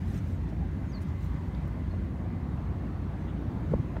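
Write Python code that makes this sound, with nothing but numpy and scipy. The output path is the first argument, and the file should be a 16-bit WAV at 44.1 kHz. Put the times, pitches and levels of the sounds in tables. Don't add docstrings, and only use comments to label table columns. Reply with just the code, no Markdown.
import sys
import numpy as np
from scipy import signal
from scipy.fft import rfft, irfft, next_fast_len
from scipy.io import wavfile
from scipy.ndimage import uniform_filter1d, map_coordinates

SR = 44100
rng = np.random.default_rng(int(sys.argv[2]) if len(sys.argv) > 2 else 0)


def to_wav(s):
    ch = np.atleast_2d(s).T
    pcm = np.round(np.clip(ch, -1, 1) * 32767)
    wavfile.write(sys.argv[1], SR, pcm.astype(np.int16))


N = 176400
TIME_S = np.arange(N) / SR


def amp(db):
    return 10 ** (np.asarray(db) / 20)


def unit_rms(x):
    return x / np.sqrt(np.mean(x ** 2) + 1e-20)


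def noise():
    return rng.standard_normal(N)


def curve(rows):
    return np.interp(TIME_S, *np.transpose(rows))


def wobble(rate_hz):
    knots = rng.standard_normal(int(N * rate_hz / SR) + 4)
    return map_coordinates(knots, [TIME_S * rate_hz + 1])


def filtered(x, gain_at_hz):
    size = next_fast_len(N + 8192)
    return irfft(rfft(x, size) * gain_at_hz(np.fft.rfftfreq(size, 1 / SR)), size)[:N]


def coloured(x, spectrum):
    freq_hz, db = np.transpose(spectrum)
    def gain(hz):
        return amp(np.interp(np.log(hz + 1), np.log(freq_hz + 1), db, left=-120, right=-120))
    return unit_rms(filtered(x, gain))


def band(centre_hz, width_oct):
    def gain(hz):
        return np.exp(-.5 * (np.log2((hz + 1) / centre_hz) / width_oct) ** 2)
    return unit_rms(filtered(noise(), gain))


def patchy(depth_db, bins, frames):
    spectra = signal.stft(noise(), nperseg=512)[2]
    patches = uniform_filter1d(rng.standard_normal(spectra.shape), bins, axis=0)
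    patches = uniform_filter1d(patches, frames, axis=1)
    return signal.istft(spectra * amp(depth_db * unit_rms(patches)), nperseg=512)[1][:N]


def swell(peak_s, rise_s, fall_s):
    t = TIME_S - peak_s
    return np.exp(-(t / np.where(t < 0, rise_s, fall_s)) ** 2)


def puffs(rows):
    out = np.zeros(N)
    for peak_s, centre_hz, width_oct, fall_s, level_db in rows:
        envelope = swell(peak_s, fall_s / 2, fall_s)
        rms = amp(level_db) * np.sqrt(np.mean(envelope ** 2))
        out += rms * unit_rms(envelope * band(centre_hz, width_oct))
    return out


def traffic_rumble(level_db=-33.5, sway_db=.8):
    # freq_hz, relative_db
    spectrum = [(22, -42), (32, -23.5), (43, -10.5), (56, -2), (72, -1.5), (100, -4.5), (125, -6),
                (156, -4.5), (203, -8.5), (280, -15), (400, -24.5), (550, -42.5)]
    return amp(level_db + sway_db * wobble(9)) * coloured(noise(), spectrum)


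def engines(drift_hz=2.33, swing_db=2.5):
    # pitch_hz, start_db, end_db
    notes = [(58.7, -41.5, -39.5), (87.8, -38, -43.5)]
    # time_s, level_db
    growl_levels = [(0, -52), (1.1, -47.5), (1.7, -50.5), (2.4, -45.5), (3, -47), (4, -43)]
    drone = np.zeros(N)
    for pitch_hz, start_db, end_db in notes:
        phase = 2 * np.pi * np.cumsum(pitch_hz + drift_hz * wobble(7)) / SR
        tone = unit_rms(amp(swing_db * wobble(6)) * np.sin(phase))
        drone += amp(np.linspace(start_db, end_db, N)) * tone
    growl = amp(curve(growl_levels) + 1.57 * wobble(8.49)) * band(centre_hz=268.3, width_oct=.33)
    return drone + growl


def tyres():
    # time_s, level_db
    wash_levels = [(0, -52.5), (.8, -52.5), (1.4, -52), (2.1, -50.5), (2.45, -50.5), (3.3, -48.5), (4, -49)]
    tread_levels = [(0, -73), (.6, -74), (.95, -59), (1.38, -57), (1.85, -62), (2.2, -61), (2.45, -58.5),
                    (4, -62.5)]
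    # freq_hz, relative_db
    spectrum = [(200, -3.5), (400, -4), (520, -1), (700, -2.5), (1000, -7), (1350, -12), (1900, -17),
                (2600, -24.5), (5000, -41.5), (9000, -57)]
    wash_gain = amp(curve(wash_levels) + .27 * wobble(10))
    wash = coloured(patchy(depth_db=2.1, bins=2, frames=16), spectrum)
    tread = amp(curve(tread_levels) + 1.3 * wobble(7.97)) * band(centre_hz=1034, width_oct=.23)
    return wash_gain * wash + tread


def air():
    # freq_hz, relative_db
    spectrum = [(500, -17), (1000, -3), (1700, 4.5), (2200, -0.5), (2700, -5), (3700, -7.5), (4400, -10.5),
                (5000, -14.5), (6500, -15.5), (7500, -19.5), (9600, -20), (10400, -26.5), (11200, -22),
                (15800, -24.5)]
    # time_s, level_db
    hiss_levels = [(0, -58.5), (.7, -60.5), (1.3, -59), (2.2, -62), (4, -61)]
    whirr_levels = [(0, -78), (.55, -75), (.8, -67.5), (1.3, -65.5), (2, -68), (2.5, -74.5), (4, -69)]
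    hiss_gain = amp(curve(hiss_levels) + .35 * wobble(8))
    hiss = coloured(patchy(depth_db=1.8, bins=2, frames=10), spectrum)
    whirr = amp(curve(whirr_levels) + wobble(14)) * band(centre_hz=2045, width_oct=.028)
    return hiss_gain * hiss + whirr


def sand_rustles(crunch_db=-53.5):
    # peak_s, rise_s, fall_s, level_db, tilt_db_per_oct
    rustles = [(.088, .03, .03, -66.5, 1), (.148, 0.033, .03, -60, 0), (.183, .012, 0.013, -62.5, -2),
               (.305, .08, .068, -71, 2.5), (.495, .01, .012, -69, -1), (1.022, .012, .018, -63, 4),
               (1.085, .015, .02, -66, -5), (1.248, .048, .034, -67, 2.5), (3.73, .025, 0.021, -71, 0)]
    # freq_hz, relative_db
    spectrum = [(1000, -15), (2000, -0.5), (3500, 3.5), (6000, 3.5), (9000, -0.5), (10400, -6.5),
                (12000, -2.5), (15800, -9)]
    grains = patchy(depth_db=5, bins=4, frames=4) * amp(1.7 * wobble(250))
    out = np.zeros(N)
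    for peak_s, rise_s, fall_s, level_db, tilt_db_per_oct in rustles:
        tilted = [(hz, db + tilt_db_per_oct * np.log2(hz)) for hz, db in spectrum]
        out += amp(level_db) * swell(peak_s, rise_s, fall_s) * coloured(grains, tilted)
    crunch_gain = amp(crunch_db + 2.1 * wobble(199)) * swell(peak_s=.165, rise_s=.035, fall_s=.028)
    return out + crunch_gain * band(centre_hz=1390, width_oct=.58)


def hand_taps():
    # peak_s, centre_hz, width_oct, fall_s, level_db
    taps = [(.525, 630, .25, .0062, -44.5), (1.938, 700, 0.41, .0053, -43.5),
            (3.739, 760, 0.33, 0.0035, -35), (3.968, 600, 0.97, 0.007, -36.5)]
    return puffs(taps)


def chirp(contour, warble_hz=35, flutter_db=1.8, echo_db=-11, echo_t60_s=.3):
    time_s, pitch_hz, level_db = np.transpose(contour)
    glide_hz = np.interp(TIME_S, time_s, pitch_hz) + warble_hz * wobble(250)
    envelope_db = np.interp(TIME_S, time_s, level_db, left=-140, right=-140) + flutter_db * wobble(200)
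    call = amp(envelope_db) * unit_rms(np.sin(2 * np.pi * np.cumsum(glide_hz) / SR))
    tail = noise() * amp(-60 * TIME_S / echo_t60_s)
    echo = signal.fftconvolve(call, tail / np.linalg.norm(tail))[:N]
    return call + amp(echo_db) * echo


def birds():
    # time_s, pitch_hz, level_db
    call = [(.85, 8260, -87), (.875, 6900, -78), (.889, 6270, -78), (.897, 6480, -67), (.91, 6480, -65.5),
            (.917, 6300, -79), (.923, 5850, -63), (.927, 5250, -74), (.932, 4950, -61.5), (.953, 4430, -54),
            (.964, 4280, -59), (.981, 4150, -59), (.988, 4100, -76)]
    answer = [(2.94, 4800, -85), (2.975, 4550, -78), (3.005, 4400, -90), (3.04, 4230, -72),
              (3.065, 4100, -85)]
    return chirp(call) + chirp(answer)


def grit_ticks():
    # peak_s, centre_hz, width_oct, fall_s, level_db
    ticks = [(1.549, 3800, 0.34, 0.0036, -56), (1.678, 14100, .06, .003, -64.5),
             (1.678, 7000, .6, .003, -68), (1.914, 4250, .06, .014, -64.5),
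             (3.289, 3140, 0.18, 0.021, -60.5)]
    return puffs(ticks)


def camera_bumps(sag_oct_per_s=6.5, friction_db=-14):
    # peak_s, pitch_hz, swell_s, level_db
    bumps = [(3.479, 95.2, 0.011, -25), (3.72, 155, .02, -24.5), (3.721, 420, 0.0046, -32),
             (3.739, 492.4, 0.0027, -19), (3.744, 180, 0.0056, -23), (3.753, 75, .0061, -22),
             (3.797, 85, 0.011, -27), (3.805, 140, 0.0083, -20)]
    out = np.zeros(N)
    for peak_s, pitch_hz, swell_s, level_db in bumps:
        glide_hz = pitch_hz * 2 ** np.clip(-sag_oct_per_s * (TIME_S - peak_s), -1, 1)
        shudder = np.sin(2 * np.pi * (np.cumsum(glide_hz) / SR + rng.random()))
        friction = amp(friction_db) * band(pitch_hz, width_oct=.56)
        out += amp(level_db) * swell(peak_s, swell_s, swell_s) * (shudder + friction)
    return out


def scene():
    background = traffic_rumble() + engines() + tyres() + air()
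    return (background + sand_rustles() + hand_taps() + birds() + grit_ticks() + camera_bumps())[None]


def record(dry):
    fade_s, top_hz = .004, 15800
    fade = np.clip(np.minimum(TIME_S, TIME_S[-1] - TIME_S) / fade_s, 0, 1)
    return np.array([filtered(x * fade, lambda hz: hz < top_hz) for x in dry])


dry = scene()
out = record(dry)
to_wav(out)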